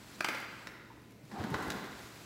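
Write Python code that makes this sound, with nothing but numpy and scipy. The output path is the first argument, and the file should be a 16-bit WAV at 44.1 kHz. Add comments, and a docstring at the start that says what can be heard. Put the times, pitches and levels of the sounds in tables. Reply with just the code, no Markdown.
"""Quick plastic clacks over a light hiss: a slatted window blind bounces against its neighbour.
After a lone knock and a few tiny squeaks of a cord, the blind is pushed aside: its slats jostle,
scrape and knock, it bumps its frame, and the cords tick and slide with a hiss.
The clacks and knocks echo in a bare room with a faint low hum."""
import sys
import numpy as np
from scipy import signal
from scipy.fft import rfft, irfft
from scipy.io import wavfile
from scipy.ndimage import uniform_filter1d

SR = 44100
rng = np.random.default_rng(int(sys.argv[2]) if len(sys.argv) > 2 else 0)


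def inscribe(sig):
    """Save sig as 16-bit PCM at rate SR to the path in sys.argv[1].

    A 1-D sig is mono; a 2-D sig holds one channel per row.
    Samples are clipped to [-1, 1] before scaling.
    """
    pcm = np.round(np.clip(np.atleast_2d(sig).T, -1, 1) * 32767)
    wavfile.write(sys.argv[1], SR, pcm.astype(np.int16))


N = 99225
T = np.arange(N) / SR


def amp(db):
    """Turns decibels into a number to multiply by."""
    return 10 ** (np.asarray(db) / 20)


def unit(x):
    """Scales a signal to an average strength (rms) of 1."""
    return x / np.sqrt(np.mean(x ** 2) + 1e-20)


def read(points, hz):
    """Looks up a pitch in a table, blending between rows on a log scale."""
    pitch, value = np.transpose(points)
    return np.interp(np.log(hz + 1), np.log(pitch + 1), value)


def level(points):
    """Joins (time_s, level_db) points into a volume curve."""
    return amp(np.interp(T, *np.transpose(points)))


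def add(mix, start_s, sound):
    """Mixes a sound in at its start time."""
    part = mix[round(start_s * SR):][:len(sound)]
    part += sound[:len(part)]


def colour(x, tone, tilt_db=0, modes=(), size=4096):
    """Filters a sound with a broad tone, ringing peaks (modes) and a tilt; tilting up is brighter."""
    hz = abs(np.fft.fftfreq(size, 1 / SR))
    peaks = sum(amp(db) ** 2 / (1 + ((hz - pitch) / width) ** 2) ** 2 for pitch, width, db in modes)
    power = amp(read(tone, hz)) ** 2 + peaks
    octaves = np.log2(np.clip(hz, 200, 7000) / 1800)
    log_gain = np.log(np.sqrt(power) * amp(tilt_db * octaves))
    spectrum = np.exp(np.conj(signal.hilbert(log_gain)))  # rings after a hit, never before
    taps = np.fft.ifft(spectrum).real[:size // 2]
    return signal.fftconvolve(x, taps / np.linalg.norm(taps))[:len(x)]


# tone of the steady room noise: pitch_hz, level_db
BACKGROUND_TONE = [(20, -40), (40, -3), (65, -1), (120, -4.5), (180, 2.5), (330, 0.5), (500, -7.5),
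                   (750, -12), (1500, -33), (2200, -15), (3000, -24.5), (7500, -31.5), (8600, -34),
                   (15500, -32)]

def background(noise_db=-57, hum_hz=117.3, hum_db=-63.5):
    """Low, steady room noise with a wavering hum."""
    tone = amp(read(BACKGROUND_TONE, np.fft.rfftfreq(N, 1 / SR)))
    noise = irfft(rfft(rng.standard_normal(N)) * tone, N)
    waver = unit(uniform_filter1d(rng.standard_normal(N), size=9000))
    hum = (1 + 0.22 * waver) * np.sin(2 * np.pi * hum_hz * T)
    return amp(noise_db) * unit(noise) + amp(hum_db) * unit(hum)


# time the echo takes to fade by 60 dB: pitch_hz, fade_s
ECHO_FADE = [(80, 1.2), (250, 1.0), (600, 1.16), (1400, 1.5), (2200, 1.06), (4000, 1.54), (8000, 0.43),
             (15000, 0.8)]
# tone of the echo: pitch_hz, level_db
ECHO_TONE = [(60, -4), (250, 0.5), (500, -1.5), (900, -2), (1500, 0), (2100, 2.5), (3000, -1.5), (5000, -3),
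             (8000, -0.5), (15000, 5)]
# notes at which the room and window recess ring: pitch_hz, level_db, fade_s
ROOM_NOTES = [(215, -24.5, .9), (263, -27.5, 0.54), (366.6, -24, 1.04), (509, -25, 0.85),
              (560.6, -23.5, 0.79), (819, -30, 1.9), (1016, -25, 1.3), (1170, -31, 0.43), (1388, -21, 0.99),
              (1547, -25.5, 0.45), (1566, -21, 0.47), (2070, -22, 1.1), (2367, -22, 0.4), (4810, -29, .35)]

def room_echo(x, tail_db=-0.5, early_db=-7, ring_db=-5, build_s=0.021, early_s=0.012):
    """Sound bounces off the window recess first, then lingers between the bare walls."""
    hz, t, noise = signal.stft(rng.standard_normal(N), SR, nperseg=512)
    fading_db = read(ECHO_TONE, hz)[:, None] - 60 * t / read(ECHO_FADE, hz)[:, None]
    tail = signal.istft(noise * amp(fading_db), SR, nperseg=512)[1][:N]
    build = 1 - np.exp(-T / build_s)
    reflections = rng.standard_normal(N) * (rng.random(N) < 2000 / SR)
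    early = reflections * (T > .006) * np.exp(-T / early_s)
    ring = np.zeros(N)
    for pitch, db, fade_s in ROOM_NOTES:
        note = np.sin(2 * np.pi * (pitch * T + rng.random()))
        ring += amp(db) * unit(build * amp(-60 * T / fade_s) * note)
    response = amp(tail_db) * unit(tail * build) + amp(early_db) * unit(early) + amp(ring_db) * ring
    return signal.fftconvolve(x, response / np.sqrt(N))[:N]


# loudness of the sliding cords and slats: time_s, level_db
SLIDE_LOUDNESS = [(0, -57.5), (.10, -54.5), (.21, -54), (.30, -60.5), (.41, -55), (.47, -60), (.65, -58),
                  (.75, -68.5), (1.22, -68.5), (1.32, -59.5), (1.45, -57.5), (1.63, -53), (1.78, -54),
                  (1.89, -56.5), (2.0, -53.5), (2.25, -54)]
# tone of their hiss: pitch_hz, level_db
SLIDE_TONE = [(40, -28), (150, 4.5), (500, -2.5), (1100, 1), (2200, -1.5), (3000, -4.5), (4500, -4),
              (6500, -8), (7900, -7), (8500, -12.5), (12000, -14), (15500, -18)]

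def slide(flutter_db=0.6, patch_db=1.0):
    """Cords and slats rub with a fine hiss that flutters and shifts in tone."""
    noise = signal.stft(rng.standard_normal(N), nperseg=256)[2]
    patches = uniform_filter1d(rng.standard_normal(noise.shape), size=6, axis=0)  # smooth over pitch
    patches = unit(uniform_filter1d(patches, size=8, axis=1))  # then over time
    flutter = unit(uniform_filter1d(rng.standard_normal(noise.shape[1]), size=4))
    hiss = signal.istft(noise * amp(patch_db * patches + flutter_db * flutter), nperseg=256)[1][:N]
    return unit(colour(hiss, SLIDE_TONE)) * level(SLIDE_LOUDNESS)


# squeaks of a cord: start_s, level_db, length_s
CORD_SQUEAKS = [(0.901, -46.5, 0.01), (.914, -48, 0.0083), (0.97, -55.5, 0.01)]

def squeaks(start_hz=1070, drop=0.21):
    """A cord slips in its guide with tiny falling chirps."""
    out = np.zeros(N)
    for start_s, db, length_s in CORD_SQUEAKS:
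        progress = np.arange(0, length_s, 1 / SR) / length_s
        hz = start_hz * (1 - drop * progress)
        chirp = np.sin(2 * np.pi * np.cumsum(hz) / SR)
        add(out, start_s, amp(db) * np.sin(np.pi * progress) * chirp)
    return out


# ticks of cords on slats: start_s, level_db, decay_s
CORD_TICKS = [(.2972, -45.5, .001), (0.385, -45.5, .0008), (.4030, -45, 0.001), (.4175, -49, 0.00091),
              (1.018, -65, .003), (1.108, -60.5, .004), (1.121, -64, .003), (1.253, -62, .004),
              (1.439, -52.5, .003), (1.502, -53.5, .008), (1.587, -52, 0.003), (1.624, -52, 0.0096),
              (1.678, -50, .004)]
# tone of the ticks: pitch_hz, level_db
TICK_TONE = [(500, -18), (2500, -12), (4500, 5.5), (8000, 2), (12000, 3.5), (15500, -7)]

def ticks():
    """Cords catch on slats with thin, bright ticks."""
    out, t = np.zeros(N), np.arange(2048) / SR
    for start_s, db, decay_s in CORD_TICKS:
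        add(out, start_s, amp(db) * np.exp(-t / decay_s) * rng.standard_normal(len(t)))
    return colour(out, TICK_TONE)


# loudness of the scraping slats: time_s, level_db
SCRAPE_LOUDNESS = [(1.32, -75), (1.35, -46.5), (1.41, -49), (1.46, -69), (1.52, -80), (1.60, -51),
                   (1.72, -63), (1.85, -92), (2.25, -85)]

def scrape(pitch_hz=790, width_hz=124):
    """Slats rub over one another and stir up one hollow note."""
    b, a = signal.iirpeak(pitch_hz, pitch_hz / width_hz, SR)
    rub = signal.lfilter(b, a, signal.lfilter(b, a, rng.standard_normal(N)))
    return unit(rub) * level(SCRAPE_LOUDNESS) * (T > SCRAPE_LOUDNESS[0][0])


# how hard the slats jostle: time_s, level_db
JOSTLE_LOUDNESS = [(1.30, -66), (1.33, -52.5), (1.37, -48), (1.40, -42.5), (1.45, -42.5), (1.49, -47),
                   (1.56, -41.5), (1.66, -44), (1.76, -45), (1.80, -49), (1.87, -50), (1.95, -67),
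                   (2.25, -85)]
# tone of their taps: pitch_hz, level_db
JOSTLE_TONE = [(35, -36), (70, -15.5), (130, -1), (240, 2), (380, 0.5), (550, -7.5), (820, -2),
               (1200, -7.5), (1600, -9), (2300, -20), (4000, -20.5), (7500, -38), (9000, -40), (15500, -42)]

def jostle(taps_per_s=2500, spread_db=1.5):
    """Slats being pushed along make a crowd of dull taps of uneven size."""
    taps = (rng.random(N) < taps_per_s / SR) * rng.choice([-1, 1], N)
    sizes = amp(spread_db * np.minimum(rng.exponential(1, N), 3))
    rattle = unit(colour(taps * sizes, JOSTLE_TONE))
    return rattle * level(JOSTLE_LOUDNESS) * (T > JOSTLE_LOUDNESS[0][0])


# bumps against the frame: start_s, level_db, pitch_hz, rise_s
FRAME_BUMPS = [(1.230, -51, 149, 0.013), (1.325, -40, 211, 0.013), (1.393, -34.5, 101, 0.01),
               (1.439, -31.5, 226, 0.0081), (1.478, -39, 274, 0.015), (1.516, -29.5, 153, 0.0048),
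               (1.545, -35, 94, 0.0042), (1.667, -40.5, 70.4, 0.011), (1.746, -35.5, 201, 0.0085),
               (1.937, -53, 63, 0.011), (2.03, -51, 56.5, 0.0076)]

def bumps():
    """The whole blind bumps its frame with soft, low thuds."""
    out, t = np.zeros(N), np.arange(SR // 5) / SR
    for start_s, db, hz, rise_s in FRAME_BUMPS:
        swell = (t / rise_s) ** 2 * np.exp(2 - 2 * t / rise_s)
        add(out, start_s, amp(db) * swell * np.sin(2 * np.pi * hz * t))
    return out


def burst(envelope):
    """A spray of tiny contacts that follows a volume curve."""
    x = rng.standard_normal(len(envelope))
    for _ in range(10):  # even out the pitches so that none sticks out
        spectrum = rfft(x * envelope)
        x = np.sign(irfft(spectrum / (abs(spectrum) + 1e-12), len(envelope)))
    return x * envelope


STRIKE_RISE_S = 0.002

def strikes(hits, snap, modes):
    """Plastic parts hit and ring briefly; returns the direct sound and what goes to the echo."""
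    direct, to_echo, t = np.zeros(N), np.zeros(N), np.arange(4096) / SR
    for start_s, db, tilt_db, hold_s, decay_s, echo_db in hits:
        envelope = np.minimum(t / STRIKE_RISE_S, 1) * np.exp(-np.maximum(t - hold_s, 0) / decay_s)
        sound = amp(db) * colour(burst(envelope), snap, tilt_db, modes)
        add(direct, start_s, sound)
        add(to_echo, start_s, amp(echo_db) * sound)
    return np.array([direct, to_echo])


# knocks of single slats: start_s, level_db, tilt_db_per_octave, hold_s, decay_s, echo_db
SLAT_KNOCKS = [(.6700, -35, .5, 0.0028, 0.0013, 0), (1.3135, -45, -2.4, 0.0035, 0.0087, -2),
               (1.351, -53, -7, 0.0035, 0.0038, -4), (1.385, -50, 0, 0.0022, 0.0063, -13),
               (1.398, -40.5, -2, 0.0029, 0.0051, -10), (1.438, -39.5, -0.5, 0.00327, .004, -6.5),
               (1.5400, -30, -2, .004, .006, 0), (1.7010, -32, 4, .003, .003, -0.5),
               (1.717, -42, 2.5, 0.0026, 0.0065, -5), (1.841, -43.5, 0, 0.0034, 0.0037, 2)]
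# tone of a slat's snap: pitch_hz, level_db
SLAT_TONE = [(50, -44), (170, -8), (700, -9), (2300, -9.5), (3300, -13), (7400, -21.5), (8600, -26.5),
             (15500, -32.5)]
# where a slat rings: pitch_hz, width_hz, level_db
SLAT_PEAKS = [(350, 100, -1.5), (550, 90, -2.5), (887, 73, -3), (1010, 130, -1.5), (1486, 135, 1),
              (1700, 114, -2), (1962, 110, -1), (3930, 183, -11.5), (4530, 140, -17), (5400, 170, -18)]

def knocks():
    """Single slats knock, each with a snap and a short ring."""
    return strikes(SLAT_KNOCKS, SLAT_TONE, SLAT_PEAKS)


# bounces of the blind's edge: start_s, level_db, tilt_db_per_octave, hold_s, decay_s, echo_db
EDGE_CLACKS = [(0.2055, -26.5, -0.5, .003, 0.002, -1.5), (.2436, -26.5, .5, .0042, 0.0027, 0),
               (.2850, -28.5, 0, 0.0033, 0.0035, -0.5), (.3440, -38, -1, 0.0065, 0.0069, -3)]
# tone of the edge's snap: pitch_hz, level_db
EDGE_TONE = [(50, -36), (170, -8), (450, -13), (1000, -5), (2300, -7.5), (4000, -13), (7000, -19.5),
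             (8600, -21.5), (15500, -28)]
# where the edge rings: pitch_hz, width_hz, level_db
EDGE_PEAKS = [(327, 61, 0), (653, 206, 1), (1260, 140, -0.5), (1560, 140, 0), (2060, 280, -0.5),
              (2430, 110, -1.5), (3050, 140, -6.5), (3580, 170, -11), (4770, 180, -7.5), (5350, 200, -14),
              (6050, 160, -13), (7960, 240, -16.5)]

def clacks():
    """The blind's edge hits its neighbour in quick bounces."""
    return strikes(EDGE_CLACKS, EDGE_TONE, EDGE_PEAKS)


# hollow notes left by each clack: pitch_hz, relative_level_db, fade_s
EDGE_NOTES = [(348, -11, 0.053), (593, -12, 0.037), (1603, -8, 0.042), (2490, -9.5, .03),
              (4720, -17, 0.055)]

def edge_ring():
    """Each bounce leaves the edge ringing for a few hundredths of a second."""
    out, t = np.zeros(N), np.arange(4096) / SR
    swell = np.minimum(t / STRIKE_RISE_S, 1) ** 2
    for start_s, clack_db, *_ in EDGE_CLACKS:
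        for hz, note_db, fade_s in EDGE_NOTES:
            note = np.sin(2 * np.pi * (hz * t + rng.random()))
            add(out, start_s, swell * amp(clack_db + note_db - 60 * t / fade_s) * note)
    return out


def scene():
    """Mixes the blinds, their echo and the background into one channel."""
    hits, hits_to_echo = clacks() + knocks()
    rattle = jostle() + scrape()
    small_sounds = bumps() + squeaks() + ticks() + edge_ring()
    hiss = slide()
    echo = room_echo(hits_to_echo + amp(-2.5) * rattle + amp(-6.5) * small_sounds)
    return (hits + rattle + small_sounds + hiss + echo + background())[None]


def record(dry, low_hz=44.6, high_hz=15850):
    """The microphone loses the deepest bass and the highest treble."""
    bass_cut = signal.butter(2, low_hz, "high", fs=SR, output="sos")
    treble_cut = signal.firwin(511, high_hz, window=("kaiser", 9), fs=SR)
    return signal.oaconvolve(signal.sosfilt(bass_cut, dry), treble_cut[None], "same")


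dry = scene()
out = record(dry)
inscribe(out)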